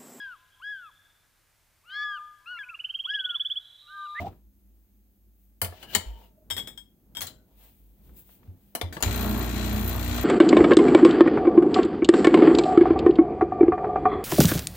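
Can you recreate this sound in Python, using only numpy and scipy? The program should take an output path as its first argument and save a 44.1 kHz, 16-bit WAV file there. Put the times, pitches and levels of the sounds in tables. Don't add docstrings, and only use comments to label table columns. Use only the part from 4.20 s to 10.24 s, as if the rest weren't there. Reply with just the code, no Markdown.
import sys
import numpy as np
from scipy import signal
from scipy.fft import rfft, irfft, next_fast_len
from scipy.io import wavfile

SR = 44100
rng = np.random.default_rng(int(sys.argv[2]) if len(sys.argv) > 2 else 0)


def put_to_file(sound):
    columns = np.atleast_2d(sound).T
    safe = np.clip(columns, -1, 1)
    whole_steps = np.round(safe * 32767)
    wavfile.write(sys.argv[1], SR, whole_steps.astype(np.int16))


N = 266364
T = np.arange(N) / SR
STROKE_HZ, FIRST_STROKE_S = 59.95, 4.8418

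BANDS_HZ = [170, 1000, 2700, 4500, 10000, 16000]


def amp(db):
    return 10 ** (np.asarray(db) / 20)


def unit(x):
    return x / np.sqrt(np.mean(x ** 2))


def colour(x, points):
    hz, db = np.transpose(points)
    size = next_fast_len(x.shape[-1] + 2048)
    f = np.maximum(np.fft.rfftfreq(size, 1 / SR), 1)
    gain = amp(np.interp(np.log(f), np.log(hz), db))
    return irfft(rfft(x, size) * gain, size)[..., :x.shape[-1]]


def band(x, lo_hz, hi_hz, order=3):
    edges_hz = [lo_hz, min(hi_hz, SR / 2 - 1)]
    return signal.sosfilt(signal.butter(order, edges_hz, "band", fs=SR, output="sos"), x)


def noise(size, apart_hz=1500):
    mid, side = rng.standard_normal((2, size))
    side = signal.sosfilt(signal.butter(1, apart_hz, "high", fs=SR, output="sos"), side)
    return np.array([mid + side, mid - side])


def walk(rate_hz):
    return 1.2 * np.interp(T * rate_hz, np.arange(4096), rng.standard_normal(4096))


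def add(out, s, sound):
    i = max(int(s * SR), 0)
    out[:, i:i + sound.shape[-1]] += sound[..., :N - i]


def fade(t, t60):
    return np.exp(-np.log(1000) * t / t60)


def swell(s, half_s):
    return np.exp(-((T - s) / half_s) ** 2)


def held(start_s, end_s, attack_s, t60):
    return np.clip((T - start_s) / attack_s, 0, 1) * fade(np.maximum(T - end_s, 0), t60)


def narrow(hz, width_hz):
    phase = 2 * np.pi * np.cumsum(hz * np.ones(N)) / SR
    return unit(walk(width_hz) * np.sin(phase) + walk(width_hz) * np.cos(phase))


def kitchen():
    # f/Hz, relative level/dB
    air_spectrum = [(76, -50.5), (130, -21.5), (159, -29.5), (176, -18), (198, -4), (233, -17),
                    (328, -16.5), (481, -32.5), (522, -29), (846, -36), (898, -38), (994, -41),
                    (5500, -45.5), (12600, -40.5), (16000, -29.5)]
    # f/Hz, width/Hz, level/dB
    hum_lines = [(54.7, 11, -60.5), (90, 34, -73), (6500, 290, -95), (12680, 900, -79.5)]
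    air_db = -64.5 + 0.42 * walk(3.4)
    air = unit(colour(noise(N), air_spectrum)) * amp(air_db)
    return air + sum(amp(db) * narrow(hz, width_hz) for hz, width_hz, db in hum_lines)


def thumps():
    # t/s, f/Hz, peak level/dB
    bumps = [(0.0, 89, -34), (0.07, 93, -41.5), (1.422, 92.5, -29.5), (1.478, 89.2, -36.5),
             (1.758, 195, -33), (1.76, 86.9, -35), (1.861, 53.6, -31.5), (2.32, 90, -40.5),
             (3.021, 90, -42.5), (3.87, 62.5, -45), (4.278, 91.2, -36), (4.629, 88.3, -26),
             (4.862, 95, -21)]
    swell_cycles = 1.5
    out, t = np.zeros((2, N)), T[:SR // 2]
    for s, hz, db in bumps:
        age = t * hz / swell_cycles
        envelope = age * np.exp(1 - age)
        add(out, s, amp(db) * envelope * np.sin(2 * np.pi * hz * t))
    return out


def handling():
    # peak t/s, level/dB
    shakes = [(0, -40.5), (1.759, -53), (2.42, -51), (3.04, -53), (3.92, -60), (4.28, -60.5), (4.73, -47)]
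    # t/s, initial level/dB
    taps = [(.128, -60.5), (3.893, -58), (4.092, -59.5), (4.23, -58), (4.275, -64)]
    squeak_db, squeak_end_s, squeak_t60_s = -37, 0.072, 0.086
    squeak_hz, rise_hz_per_s = 623, 2000
    grip_db, grip_from_s = -67.5, 1.4

    pitch_hz = squeak_hz + rise_hz_per_s * np.minimum(T, squeak_end_s)
    out = amp(squeak_db) * held(0, squeak_end_s, 0.002, squeak_t60_s) * narrow(pitch_hz, width_hz=140)
    rumble = amp(grip_db) * held(grip_from_s, FIRST_STROKE_S, 0.092, 0.3)
    rumble = rumble + sum(amp(db) * swell(s, half_s=0.11) for s, db in shakes)
    out = out + rumble * unit(band(noise(N), 33, 260, order=2))
    t = T[:SR // 4]
    for s, db in taps:
        add(out, s, amp(db) * fade(t, 0.047) * unit(band(noise(len(t)), 390, 1570, order=2)))
    return out


def rubbing():
    # peak t/s, half length/s, relative level/dB, brightness/dB per band step
    brushes = [(.01, 0.024, -49.5, -9.5), (.068, 0.02, -54, -13.5), (.13, .06, -79, 1),
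               (1.24, .07, -86.5, 13), (1.96, 0.086, -65.5, -5.5), (2.04, 0.049, -70.5, -0.5),
               (3.31, 0.049, -83.5, -12), (3.44, 0.063, -64.5, 2), (3.57, 0.22, -78, 8),
               (3.88, 0.074, -73, 4), (3.99, 0.032, -65, 12.5), (4.116, 0.064, -66.5, 7),
               (4.26, 0.047, -74, -4), (4.47, 0.13, -77.5, 6)]
    slides = [(1.57, 0.075, -57.5, 0.5), (1.63, 0.02, -56, 1.5), (1.715, 0.029, -51, 3.5),
              (1.745, 0.015, -41, -0.5), (1.87, 0.038, -59.5, -2.5)]
    brush_db = [6, -1, 4]
    slide_db = [2, -0.5, -4]
    # peak t/s, half length/s, f/Hz, level/dB
    sings = [(1.58, 0.016, 2990, -65.5), (1.642, 0.021, 2975, -58), (1.722, 0.039, 2944, -49.5),
             (1.723, 0.052, 1640, -55.5), (1.743, 0.0053, 4210, -42), (1.9, 0.069, 3045, -64),
             (1.97, 0.014, 3010, -64), (2.051, 0.019, 2890, -70.5), (1.98, 0.073, 901, -63),
             (2.183, 0.06, 620, -66), (3.166, .08, 1460, -77)]

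    slope = np.linspace(-1, 1, 3)
    levels = np.zeros((3, N))
    for rubs, offsets_db in ((slides, slide_db), (brushes, brush_db)):
        for s, half_s, db, bright in rubs:
            band_dbs = db + np.array(offsets_db) + bright * slope
            levels += np.outer(amp(band_dbs), swell(s, half_s))
    low, mid, top = levels
    grain = amp(0.74 * walk(130))
    hiss = amp(-7) * low * unit(band(noise(N), 300, 900, order=3))
    hiss = hiss + amp(-3) * mid * unit(band(noise(N), 1320, 4400, order=2))
    hiss = hiss + amp(2.5) * top * unit(band(noise(N), 14000, 20000, order=2))
    singing = sum(amp(db) * swell(s, half_s) * narrow(hz, width_hz=0.11 * hz)
                  for s, half_s, hz, db in sings)
    return grain * hiss + singing


def ring(modes, t60, tail_db, tail_t60, split, scatter_db):
    t, out = T[:SR // 2], 0
    for hz, db in modes:
        phase = rng.uniform(0, 2 * np.pi, (2, 2, 1))
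        twin_hz = hz * (1 - split * rng.uniform(0.14, 1))
        decay = fade(t, t60) + amp(tail_db) * fade(t, tail_t60)
        main = np.sin(2 * np.pi * hz * t + phase[0]) * decay
        twin = 0.5 * np.sin(2 * np.pi * twin_hz * t + phase[1]) * fade(t, t60)
        out = out + amp(db + scatter_db * rng.standard_normal()) * (main + twin)
    return out / np.sqrt(np.mean(out[:, :SR // 50] ** 2))


def crack(band_dbs, t60, low_stretch):
    gap_hz, gap_octaves, gap_db = 2571, 0.2, -8
    t, out = T[:SR // 2], 0
    hz = np.geomspace(200, 16000, 110)
    gap = gap_db * np.exp(-(np.log2(hz / gap_hz) / gap_octaves) ** 2)
    ripple_db = 4.37 * rng.standard_normal(len(hz)) + gap
    modes = colour(noise(len(t)), np.column_stack([hz, ripple_db]))
    for k, db in enumerate(band_dbs):
        decay = fade(t, t60 * (low_stretch if k == 0 else 1))
        out = out + amp(db) * unit(band(modes, BANDS_HZ[k], BANDS_HZ[k + 1])) * decay
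    return out


def knocks():
    # t/s, relative level/dB, brightness/dB per octave, clang/dB, t60/s, strongest f/Hz
    blows = [(1.416, -29, 2.5, -10, 0.11, 3056), (1.446, -39, 2, -5, 0.084, 3040),
             (1.524, -61.5, -5, -5.5, .05, 1750), (1.628, -52, -0.3, 0, 0.11, 3040),
             (1.75, -27.5, 2.2, 4, 0.079, 7290), (3.007, -44, 3, 0, 0.099, 6400),
             (3.0166, -39, 3.5, -1, .13, 3330), (3.069, -55.5, 5.5, 11.5, 0.12, 7500),
             (4.5505, -32, 1.5, -6, 0.065, 687), (4.613, -36, -1.1, -0.7, 0.061, 3560),
             (4.726, -50, 0.8, 1.5, 0.22, 1770), (4.768, -48, -4, 2, 0.045, 1720),
             (4.805, -45.2, -1.6, -9, 0.1, 7060), (4.8252, -26, 1.3, -1.5, 0.032, 7100),
             (4.834, -32.5, -0.3, 8.5, 0.027, 6680)]
    casing_db = [0.5, 2.5, -0.5, -4, -1]
    # f/Hz, relative level/dB
    panel_modes = [(511.4, -70.5), (629.8, -73.5), (893.6, -76), (1340, -77.5), (1793, -93), (2234, -96.5)]
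    # f/Hz, relative level/dB
    holder_modes = [(1911, -46), (2988, -40), (4204, -50), (4597, -67), (5087, -55), (5529, -60),
                    (6013, -56.5), (6460, -60.5), (7110, -46), (8323, -44), (9082, -67), (9975, -60),
                    (11332, -59), (12145, -58.5), (12602, -57), (13098, -58.5), (13910, -54.5),
                    (14863, -47.5)]
    clang_hz, clang_octaves = 3200, 1.1
    holder_hit_s, holder_db = 1.749, -26

    out, edges = np.zeros((2, N)), np.array(BANDS_HZ)
    octaves = np.log2(np.sqrt(edges[:-1] * edges[1:]) / clang_hz)
    clang_shape = np.exp(-(octaves / clang_octaves) ** 2)
    for s, db, bright, clang_db, t60, hz in blows:
        band_dbs = db + np.array(casing_db) + bright * octaves + clang_db * clang_shape
        own_db = band_dbs[np.searchsorted(BANDS_HZ, hz) - 1]
        part = ring([(hz, 0)], t60=0.029, tail_db=-25.5, tail_t60=0.31, split=0.042, scatter_db=0)
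        panels = ring(panel_modes, t60=0.71, tail_db=-10.5, tail_t60=0.94, split=0.042, scatter_db=5)
        add(out, s, amp(3.5) * crack(band_dbs, t60, low_stretch=1.87))
        add(out, s, amp(own_db - 1.5) * part)
        add(out, s, amp(band_dbs[1] - 23) * panels)
    holder = ring(holder_modes, t60=0.081, tail_db=-31, tail_t60=0.3, split=0.0073, scatter_db=3)
    add(out, holder_hit_s, amp(holder_db) * holder)
    return out


def clinks():
    # t/s, relative tick level/dB, ring level/dB, ring f/Hz
    tray_taps = [(2.3017, -42, -41.5, 3130), (2.309, -43, -31.5, 3320), (2.3662, -41.5, -40.5, 3325),
                 (2.379, -44, -36.5, 3360), (2.393, -59, -37, 3345), (2.4731, -47, -45, 3370),
                 (2.5755, -59, -46.5, 3300), (2.9503, -57.5, -46.5, 3265), (2.969, -46.5, -38, 3250)]
    # f/Hz, relative level/dB
    glass_modes = [(1599, -61), (2202, -63.5), (3327, -58.5), (3698, -55.5), (5190, -57), (7138, -65.5),
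                   (7736, -62), (8328, -59), (9162, -69), (9943, -102), (12242, -70), (12608, -58),
                   (13921, -68), (14734, -55)]
    out = np.zeros((2, N))
    for s, tick_db, ring_db, hz in tray_taps:
        high_db = (tick_db + ring_db) / 2
        band_dbs = [tick_db - 6, tick_db, ring_db - 18, high_db - 8, tick_db - 2.5]
        wall = ring([(hz, 0)], t60=0.13, tail_db=-36, tail_t60=0.22, split=0.0414, scatter_db=0)
        overtones = ring(glass_modes, t60=0.146, tail_db=-33.5, tail_t60=0.25, split=0.0217, scatter_db=1.5)
        add(out, s, amp(3.5) * crack(band_dbs, t60=0.1, low_stretch=1.57))
        add(out, s, amp(ring_db) * wall)
        add(out, s, amp(high_db + 1.2) * overtones)
    return out


def strokes(shape, repeat, t60, uneven_db, lag_s):
    out, t = np.zeros((2, N)), T[:SR // 16]
    envelope = fade(t, t60) * (1 - np.exp(-t / 0.0011))
    slack, loaded, skip = (noise(len(t)) for _ in range(3))
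    times = np.arange(FIRST_STROKE_S, N / SR, 1 / STROKE_HZ)
    for k, s in enumerate(times):
        pressure = k / len(times)
        alternating = 0.41 * (-1) ** k * skip
        same = unit((1 - pressure) * (slack + alternating) + pressure * loaded)
        response = np.sqrt(repeat) * same + np.sqrt(1 - repeat) * unit(noise(len(t)))
        gain = amp(uneven_db * rng.standard_normal())
        add(out, min(s + lag_s, T[-1]), gain * envelope * response)
    return unit(colour(out, shape)) * np.sqrt(1 - FIRST_STROKE_S * SR / N)


def pump():
    # multiple of half the stroke rate, relative level/dB
    orders = [(1, -26), (2, 4.5), (3, -11.5), (4, -6), (5, -18), (6, -11.5), (7, -2), (8, -6.5), (9, -22),
              (10, -9.5), (11, -19.5), (12, -17), (13, -27.5), (14, -15), (15, -53), (16, -28.5)]
    # start t/s, end t/s, level/dB
    rocking_spells = [(4.845, 4.883, -34.5), (4.968, 5.175, -34.5), (5.298, 5.611, -33)]
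    # f/Hz, relative level/dB
    body_shape = [(280, -14), (480, -3), (509, -8.5), (584, 3.5), (806, 1), (1010, -5.5), (1100, 0.5),
                  (1190, -4), (1700, -8), (2210, -32.5), (3740, -120)]
    rattle_shape = [(880, -17.5), (1500, 2.5), (1660, -12), (1830, 5), (2090, -0.5), (2200, 1), (2830, -3),
                    (3100, -5.5), (3370, -1), (3600, -7), (3980, 1.5), (4980, -11), (6840, -8), (9080, -15),
                    (11000, -12.5), (14300, -42), (22000, -120)]
    tick_shape = [(5880, -47), (10000, -17.5), (11600, -7), (12600, -9), (13900, 3), (14900, 0.5),
                  (16000, -19)]

    running_s = np.maximum(T - FIRST_STROKE_S, 0)
    on = np.clip((T - FIRST_STROKE_S) * STROKE_HZ + 1, 0, 1)
    rocking = amp(-52.5) * on
    for start_s, end_s, db in rocking_spells:
        rocking = rocking + amp(db) * held(start_s, end_s, attack_s=0.034, t60=0.53)
    water = on * (amp(-47.5) + amp(-38) * swell(5.204, half_s=0.24))

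    waver_db = 1.86
    body = amp(-39.5 + waver_db * walk(9))
    rattle = amp(-39.5 - 1.8 * running_s + waver_db * walk(9))
    tick = amp(-42 + 2 * running_s + waver_db * walk(9))

    half_turn = np.pi * STROKE_HZ * (T - FIRST_STROKE_S)
    lines = [0, 0]
    for k, (_, db) in enumerate(orders, start=1):
        waver = np.clip((k - 1.5) / 7, 0, 1)
        level = amp(db + 4.4 * waver * walk(8.4))
        phase = k * half_turn + 0.54 * waver * walk(10) + rng.uniform(0, 2 * np.pi)
        lines[k % 2] = lines[k % 2] + level * np.cos(phase)
    drone = amp(-29.2) * on * unit(lines[0]) + rocking * unit(lines[1])
    churn = water * unit(band(noise(N), 156, 384))
    low_hum = amp(-36) * on * narrow(92, width_hz=22)
    buzz = body * strokes(body_shape, repeat=0.51, t60=0.097, uneven_db=1.5, lag_s=0.005)
    buzz = buzz + rattle * strokes(rattle_shape, repeat=0.18, t60=0.086, uneven_db=1.33, lag_s=0.00066)
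    buzz = buzz + tick * strokes(tick_shape, repeat=0.23, t60=0.0487, uneven_db=3, lag_s=0.0001)
    return drone + churn + low_hum + buzz


def room(x, wet_db, low_t60, high_t60):
    t = T[:SR]
    tail = band(noise(SR), 200, 3700, order=1) * fade(t, low_t60)
    tail = tail + band(noise(SR), 2400, 15000, order=1) * fade(t, high_t60)
    tail = tail * (1 - np.exp(-t / 0.0027))
    tail = tail / np.sqrt(np.sum(tail ** 2) / 2)
    return x + amp(wet_db) * signal.fftconvolve(x, tail, axes=1)[:, :N]


def scene():
    # f/Hz, left minus right level/dB
    shadow = [(700, -1), (1300, 5), (2000, 7), (3300, 12.5), (5000, 6), (8000, 17), (10500, -2),
              (12500, -1), (15000, 5.5)]
    near = room(knocks() + clinks() + rubbing() + pump(), wet_db=-13, low_t60=0.3, high_t60=0.19)
    bass = [(300, 0)]
    ports = []
    for x, side in zip(near, (1, -1)):
        ports.append(colour(x, bass + [(hz, side * db / 2) for hz, db in shadow]))
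    return np.array(ports) + thumps() + handling() + kitchen()


def record(dry):
    f = np.fft.rfftfreq(2 * N, 1 / SR)
    lead_rad = 0.49 / (1 + (f / 700) ** 4)
    shift = np.exp(0.5j * np.array([lead_rad, -lead_rad]))
    ports = irfft(rfft(dry, 2 * N) * shift)[:, :N]
    top_hz = 15850
    return signal.sosfilt(signal.ellip(10, 0.2, 70, top_hz, fs=SR, output="sos"), ports)


dry = scene()
out = record(dry)
put_to_file(out)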